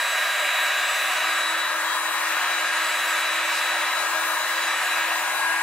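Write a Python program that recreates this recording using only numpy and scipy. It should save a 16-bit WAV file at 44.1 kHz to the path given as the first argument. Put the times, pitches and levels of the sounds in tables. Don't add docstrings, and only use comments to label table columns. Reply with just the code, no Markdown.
import sys
import numpy as np
from scipy import signal
from scipy.fft import rfft, irfft
from scipy.io import wavfile
from scipy.ndimage import map_coordinates

SR = 44100
rng = np.random.default_rng(int(sys.argv[2]) if len(sys.argv) > 2 else 0)


def master_out(mix):
    frames = np.transpose(np.atleast_2d(mix))
    ceiling = np.clip(frames, -1, 1)
    pcm = np.round(ceiling * 32767).astype(np.int16)
    wavfile.write(sys.argv[1], SR, pcm)


N = 247842
TIME, FREQS = np.arange(N) / SR, np.maximum(np.arange(N // 2 + 1) * SR / N, 1)
SIDES = np.array([[1], [-1]])

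# time in seconds, bearing (0 is straight ahead, 1 is fully left).
GUN_BEARING = [(0, 0), (1.05, .06), (1.35, .24), (1.65, .54), (1.85, .82), (2.08, .88), (2.4, .6),
               (2.55, .54), (3.05, .1), (3.35, .39), (3.6, .2), (3.9, .47), (4.25, .81), (4.85, .28),
               (5.15, .68), (5.4, .94), (5.62, .94)]
# frequency in Hz, relative level in dB.
AIR_SPECTRUM = [(25, -39.5), (50, -41), (150, -38.5), (220, -32), (290, -27), (470, -21), (590, -12.5),
                (1000, -1), (1800, -0.5), (2850, -7.5), (3120, -14.5), (4000, -15), (4600, -17.5),
                (8500, -19), (15500, -31)]
# centre in Hz, width in Hz, boost or cut in dB.
HOUSING_RESONANCES = [(432, 117, 4), (526, 38, 4.5), (614.6, 102, 9.5), (741, 73, 5.5), (957, 124, 2.5),
                      (1210, 140, 1), (1270, 100, 2), (1405, 41, -13), (1420, 75, 3.5), (1850, 133, 4),
                      (2160, 180, -1), (2400, 190, 1.5), (2618, 250, 3), (2924, 164, 4.5), (3410, 330, 5),
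                      (3967, 350, 6.5), (5530, 370, -3), (6650, 2500, 1), (11100, 560, -2.5)]
# lower edge in Hz, change from ahead to fully left
# in dB, extra when straight ahead in dB.
AIR_BEAMS = [(0, -1.5, -3), (510, 2.5, 3.5), (780, 8, 4.5), (1140, -2.5, -2.5), (1660, 0, 2.5),
             (2030, -2, -3), (3000, -8.5, -4), (4200, -0.5, 0.5), (7540, 8.5, 4), (10800, 1, 1)]
# time in seconds, relative dB.
RUSH_LEVEL = [(0, 1.5), (.5, 2), (1.15, 3), (1.45, -1.5), (1.92, -4.5), (2.35, -0.5), (3.0, 1), (3.8, -0.5),
              (4.45, -3), (4.85, 1.5), (5.2, -1), (5.62, -1.5)]
# time in seconds, relative dB.
TREBLE_LEVEL = [(0, 1), (1.3, 2.5), (1.6, 1.3), (2.1, 1.8), (2.4, 4), (3.0, 2.5), (4.0, 3.3), (4.95, 2.5),
                (5.62, 2)]
# time in seconds, centre in Hz, depth from 0 to 1.
TABLE_NOTCH = [(0, 846, 0.6), (1.25, 890, 0.44), (1.75, 710, 0.63), (2.25, 690, 0.47), (2.5, 680, 0.24),
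               (2.95, 750, 0.28), (3.5, 750, 0.36), (4.05, 686, 0.05), (4.42, 720, 0.57), (5.1, 610, 0.17),
               (5.62, 517, 0.7)]
# peak time in seconds, spread in seconds, centre in Hz,
# width in Hz, boost or cut in dB.
PASSING_COLOURS = [(.45, 0.12, 730, 120, 2.5), (.48, 0.079, 2280, 250, 5), (2.04, 0.072, 2000, 150, -9),
                   (2.38, 0.13, 1460, 100, 5.5), (4.15, 0.091, 1990, 350, -5.5),
                   (4.45, 0.15, 2480, 300, -4), (5.33, 0.063, 1850, 200, -10), (5.435, 0.1, 960, 260, 2),
                   (5.47, .2, 1240, 160, -9)]
# time in seconds, turns per second.
MOTOR_SPEED = [(0, 324.3), (.45, 324.35), (.9, 324.9), (1.5, 325.25), (1.8, 325.7), (2.15, 325.45),
               (2.35, 325.95), (2.65, 325.45), (3.1, 325.9), (3.4, 326.9), (3.55, 327.05), (3.77, 326.65),
               (4.05, 327.4), (4.55, 326.9), (4.85, 327.8), (5.25, 327), (5.62, 327.25)]
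# time in seconds, level in dB, left minus right in dB.
FAN_TONE = [(0, -30.5, -4), (.9, -31.5, 1.5), (1.19, -37.5, -3), (1.33, -30.5, -1), (1.53, -37, 0),
            (1.6, -32, 4), (1.82, -34, 1), (1.9, -38, 0), (2.15, -39, 2), (2.4, -32, 0), (2.8, -31.5, 1),
            (2.88, -37, 3), (3.11, -31, 1), (3.38, -40, 1), (3.58, -34, 0), (3.87, -36, -2),
            (4.06, -33.5, 12), (4.16, -29, 9), (4.33, -36, 2), (4.62, -34.5, 0), (4.85, -32.5, 0),
            (5.27, -34, 2), (5.42, -27.5, 3), (5.62, -28, 3)]
COMMUTATOR_WHINE = [(0, -33, 2), (.35, -35.5, 5), (.68, -34, 0), (.86, -33.5, 1), (.92, -36, -2),
                    (1, -34.5, 0), (1.13, -36, 4), (1.38, -35, 3), (1.48, -29.5, 3), (1.56, -37, 1),
                    (1.66, -32, 0), (1.79, -44, 0), (1.89, -36, 10), (2.15, -35.5, 12), (2.22, -45, 2),
                    (2.36, -37.5, 7), (2.44, -40, 5), (2.53, -32.5, 10), (2.7, -41, 9), (2.77, -37, 13),
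                    (2.85, -43, 1), (2.95, -36.5, 5), (3.15, -38, 3), (3.28, -35, 0), (3.42, -38.5, 4),
                    (3.72, -32.5, 9), (3.85, -39.5, 7), (3.99, -32, 7), (4.08, -45, 0), (4.25, -35, 7),
                    (4.5, -38.5, 1), (4.63, -39, 1), (4.72, -33, 1), (4.82, -49, 2), (4.92, -33.5, 9),
                    (5.04, -41, -2), (5.11, -39, 7), (5.26, -47, 5), (5.35, -34.5, 10), (5.5, -43, 0),
                    (5.62, -53, 0)]
WHINE_OCTAVE = [(0, -40.5, -1), (.32, -40.5, 0), (.4, -46, -4), (.6, -47, -4), (.78, -47, -1),
                (.97, -38.5, 3), (1.05, -46, 1), (1.11, -41.5, 0), (1.28, -46, 1), (1.37, -41, -7),
                (1.48, -46, 0), (1.6, -41, 0), (1.67, -48, -1), (1.76, -41.5, 8), (1.9, -46, 0),
                (2.3, -44, 4), (2.45, -48, 0), (2.8, -44, -2), (2.97, -40, 2), (3.04, -47, 0),
                (3.09, -41, -5), (3.19, -47, 0), (3.33, -41, 6), (3.52, -45, -3), (3.65, -41, 4),
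                (3.85, -48, 0), (4.1, -44, -6), (4.3, -45.5, 0), (4.47, -43, 0), (4.55, -48, -1),
                (4.72, -41.5, 0), (4.86, -41, 0), (4.94, -49, 0), (5.02, -42, 4), (5.13, -50, 0),
                (5.3, -42.5, 0), (5.45, -50, 0), (5.62, -47, 0)]
# time in seconds, dB of the 10th multiple, dB of the 11th.
SIDE_TONE_LEVELS = [(0, -47, -55), (.42, -43.5, -44), (.9, -47.5, -38.5), (1.2, -56, -46), (1.55, -54, -44),
                    (1.75, -52, -47), (1.88, -38, -48), (2.05, -44, -53), (2.25, -47, -50),
                    (2.43, -40.5, -49), (2.6, -48, -49), (3.25, -46, -44), (3.8, -46.5, -44.5),
                    (4.4, -47, -48), (4.75, -47, -45), (5.15, -47, -49), (5.3, -41, -50), (5.62, -55, -54)]
# multiple of the turning rate, relative level in dB.
WEAK_TONES = [(7, -44.5), (9, -51.5), (13, -51), (14, -54), (15, -50), (16, -58), (17, -54), (18, -54.5),
              (19, -53.5), (20, -56.5), (21, -50.5), (22, -50.5), (23, -50)]
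# frequency in Hz, relative level of one tone in dB.
BUZZ_SPECTRUM = [(8150, -54), (8800, -55), (9450, -54.5), (10100, -50), (10450, -55), (12050, -56),
                 (12380, -51.5), (12700, -56.5), (13100, -52.5), (13400, -56), (13700, -54), (14600, -56.5),
                 (15700, -64)]
# time in seconds, level change in dB.
BUZZ_LEVEL = [(0, 0), (.6, 0), (1.3, 0), (1.85, -2), (2.45, -1), (3, .5), (3.9, 0), (4.35, -0.5),
              (4.9, 1.5), (5.25, -0.5), (5.62, -5)]
# peak time in seconds, spread in seconds,
# centre in Hz, width in Hz, level in dB.
CANVAS_HISSES = [(3.565, .04, 4950, 1300, -37.5), (3.565, .035, 7600, 3800, -37),
                 (4.97, .045, 11500, 5000, -46)]
# frequency in Hz, left minus right in dB.
PORT_BALANCE = [(110, -0.5), (330, 2.7), (600, 0.5), (1300, 1.5), (1800, 0), (2300, -1.5), (3200, -0.5),
                (4000, 0.5), (6000, 0)]
# frequency in Hz, level in dB.
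ROOM_TONES = [(46.9, -83), (93.8, -84), (140.7, -84), (187.6, -81), (329.5, -63.5)]


def fan_roar(bearing, level_db, flutter_db, treble_flutter_db, wander_db):
    resonance_db = sum(db * bell(hz, width) for hz, width, db in HOUSING_RESONANCES)
    spectrum = noise_spectra() * from_db(at_hz(AIR_SPECTRUM, FREQS) + resonance_db)
    spectrum = spectrum / np.std(irfft(spectrum, N))
    above_edge = [1] + [1 - below(hz) for hz, _, _ in AIR_BEAMS[1:]] + [0]
    roar = 0
    for low, high, (_, left_db, ahead_db) in zip(above_edge, above_edge[1:], AIR_BEAMS):
        db = left_db * bearing + ahead_db * facing(bearing) + wander_db * drift(7)
        roar = roar + irfft(spectrum * (low - high), N) * from_db(db - db.mean())
    roar = swell_band(roar, in_time(RUSH_LEVEL)[0], low_hz=2210, high_hz=3070)
    treble_db = in_time(TREBLE_LEVEL)[0] + treble_flutter_db * drift(40)
    roar = swell_band(roar, treble_db, low_hz=4400, high_hz=SR)
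    return from_db(level_db + flutter_db * drift(25.51)) * roar


def table_bounce(roar, width_hz):
    radius = np.exp(-np.pi * width_hz / SR)
    zeros = np.array([1, 0, -1]) * (1 - radius ** 2) / 2
    state, band = np.zeros((len(roar), 2)), np.zeros_like(roar)
    hz, depth = in_time(TABLE_NOTCH)
    for block in np.array_split(np.arange(N), 400):
        poles = [1, -2 * radius * np.cos(2 * np.pi * hz[block[0]] / SR), radius ** 2]
        band[:, block], state = signal.lfilter(zeros, poles, roar[:, block], zi=state)
    return roar - band * depth


def passing_colours(roar):
    spectrum = rfft(roar)
    for peak_s, spread_s, hz, width, db in PASSING_COLOURS:
        band = irfft(spectrum * bell(hz, width), N)
        roar = roar + band * (from_db(db * pulse(peak_s, spread_s)) - 1)
    return roar


def clutter_echoes(roar, bearing, echo_db, max_slide_s):
    out = roar
    for delay_s, slide in rng.uniform([.003, -1], [.014, 1], (8, 2)):
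        earlier = (TIME - delay_s - slide * max_slide_s * bearing) % TIME[-1]
        out = out + from_db(echo_db) * np.array([np.interp(earlier, TIME, path) for path in roar])
    return out


def motor_tone(turns, travel, multiple, echo_db, flutter_db):
    position = [travel[::128] * np.sqrt(multiple)]
    common, difference = [
        map_coordinates(real, position, mode="wrap") + 1j * map_coordinates(imag, position, mode="wrap")
        for real, imag in rng.standard_normal((2, 2, 512))]
    echoes = from_db(echo_db) * unit_level(room_pair(common, difference, multiple * MOTOR_SPEED[0][1]))
    flutter = unit_level(from_db(flutter_db * drift(22)))
    wave = np.sqrt(2) * flutter * np.exp(2j * np.pi * (multiple * turns + rng.random()))
    return np.array([wave] + [np.interp(TIME, TIME[::128], echo) * wave for echo in echoes]).real


def whines(turns, travel, bearing):
    out = 0
    for multiple, levels, echo_db, flutter_db in [
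            (5, FAN_TONE, -20, .9), (12, COMMUTATOR_WHINE, -18, .6), (24, WHINE_OCTAVE, -5, 2.6)]:
        db, balance_db = in_time(levels)
        paths = motor_tone(turns, travel, multiple, echo_db, flutter_db) / np.hypot(1, from_db(echo_db))
        pan = from_db(SIDES * balance_db / 2)
        pan = pan / np.sqrt(np.mean(pan ** 2, axis=0))
        out = out + from_db(db) * pan * (left_first(paths[0], bearing) + paths[1:])
    return out


def motor_hum(turns, travel, bearing):
    shaft_db = -47.7 - 14 * facing(bearing) ** 3
    hum = from_db(shaft_db) * motor_tone(turns, travel, 1, echo_db=-24, flutter_db=.5)
    for multiple, db in zip((10, 11), in_time(SIDE_TONE_LEVELS)):
        hum += from_db(db) * motor_tone(turns, travel, multiple, echo_db=-7, flutter_db=1.8)
    return hum


def brush_buzz(turns, travel):
    tones = [(multiple, db + .3) for multiple, db in WEAK_TONES]
    tones += [(multiple, at_hz(BUZZ_SPECTRUM, multiple * MOTOR_SPEED[0][1]) + .5)
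              for multiple in range(25, 49)]
    buzz = sum(from_db(db) * motor_tone(turns, travel, multiple, echo_db=1, flutter_db=2.1)
               for multiple, db in tones)
    return from_db(in_time(BUZZ_LEVEL)[0]) * buzz


def canvas_hiss():
    out = 0
    for peak_s, spread_s, hz, width, db in CANVAS_HISSES:
        hiss = unit_level(irfft(noise_spectra() * bell(hz, width), N))
        out = out + hiss * from_db(db) * pulse(peak_s, spread_s)
    return out


def room_hum():
    return sum(np.sqrt(2) * from_db(db) * np.sin(2 * np.pi * (hz * TIME + rng.random()))
               for hz, db in ROOM_TONES)


def at_ports(paths, bearing, near_share, far_share, shade_db, shade_hz):
    direct_share = far_share + (near_share - far_share) * facing(bearing)
    pair = np.sqrt(direct_share) * left_first(paths[0], bearing) + np.sqrt(1 - direct_share) * paths[1:]
    bass = irfft(rfft(pair) / (1 + (FREQS / shade_hz) ** 2), N)
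    pair = bass + (pair - bass) * from_db(SIDES * shade_db * bearing / 2)
    return irfft(rfft(pair) * from_db(SIDES * at_hz(PORT_BALANCE, FREQS) / 2), N)


def left_first(direct, bearing, max_lag_s=9e-5):
    shifts = SIDES * bearing * max_lag_s * SR / 2
    return np.array([map_coordinates(direct, [np.arange(N) + shift], order=5, mode="nearest")
                     for shift in shifts])


def facing(bearing):
    return np.exp(-bearing / .28)


def room_pair(common, difference, hz):
    alike = .94 / (1 + (hz / 3000) ** 3)
    return np.sqrt(1 + alike) * common + np.sqrt(1 - alike) * difference * SIDES


def noise_spectra():
    direct, common, difference = rfft(rng.standard_normal((3, N)))
    return np.vstack([direct, room_pair(common, difference, FREQS) / np.sqrt(2)])


def swell_band(sound, curve_db, low_hz, high_hz):
    band = irfft(rfft(sound) * (below(high_hz) - below(low_hz)), N)
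    return sound + band * (from_db(curve_db - curve_db.mean()) - 1)


def below(hz):
    return 1 / (1 + (FREQS / hz) ** 20)


def bell(hz, width_hz):
    return 2 ** -(2 * (FREQS - hz) / width_hz) ** 2


def pulse(peak_s, spread_s):
    return np.exp(-.5 * ((TIME - peak_s) / spread_s) ** 2)


def drift(rate):
    coarse = map_coordinates(rng.standard_normal(4096), [TIME[::32] * rate], order=3, mode="wrap")
    return unit_level(np.interp(TIME, TIME[::32], coarse))


def in_time(rows):
    seconds, *columns = np.transpose(rows)
    return [np.interp(TIME, seconds, column) for column in columns]


def at_hz(rows, hz):
    row_hz, values = np.transpose(rows)
    return np.interp(np.log(hz), np.log(row_hz), values)


def from_db(db):
    return 10 ** (np.asarray(db) / 20)


def unit_level(x):
    return x / np.sqrt(np.mean(np.abs(x) ** 2) + 1e-20)


def scene():
    bearing = in_time(GUN_BEARING)[0]
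    roar = fan_roar(bearing, level_db=-24.5, flutter_db=.17, treble_flutter_db=.55, wander_db=.4)
    roar = passing_colours(table_bounce(roar, width_hz=220))
    roar = clutter_echoes(roar, bearing, echo_db=-25, max_slide_s=.0012)
    turns = np.cumsum(in_time(MOTOR_SPEED)[0] + .3 * drift(70)) / SR
    travel = 1.8 * TIME + 2.5 * np.cumsum(np.abs(np.gradient(bearing)))
    motor = motor_hum(turns, travel, bearing) + brush_buzz(turns, travel)
    paths = roar + motor + canvas_hiss()
    gun = at_ports(paths, bearing, near_share=.66, far_share=.4, shade_db=4.5, shade_hz=1500)
    return gun + whines(turns, travel, bearing) + room_hum()


def record(dry):
    return signal.sosfilt(signal.ellip(12, .1, 80, 15750, fs=SR, output="sos"), dry)


dry = scene()
out = record(dry)
master_out(out)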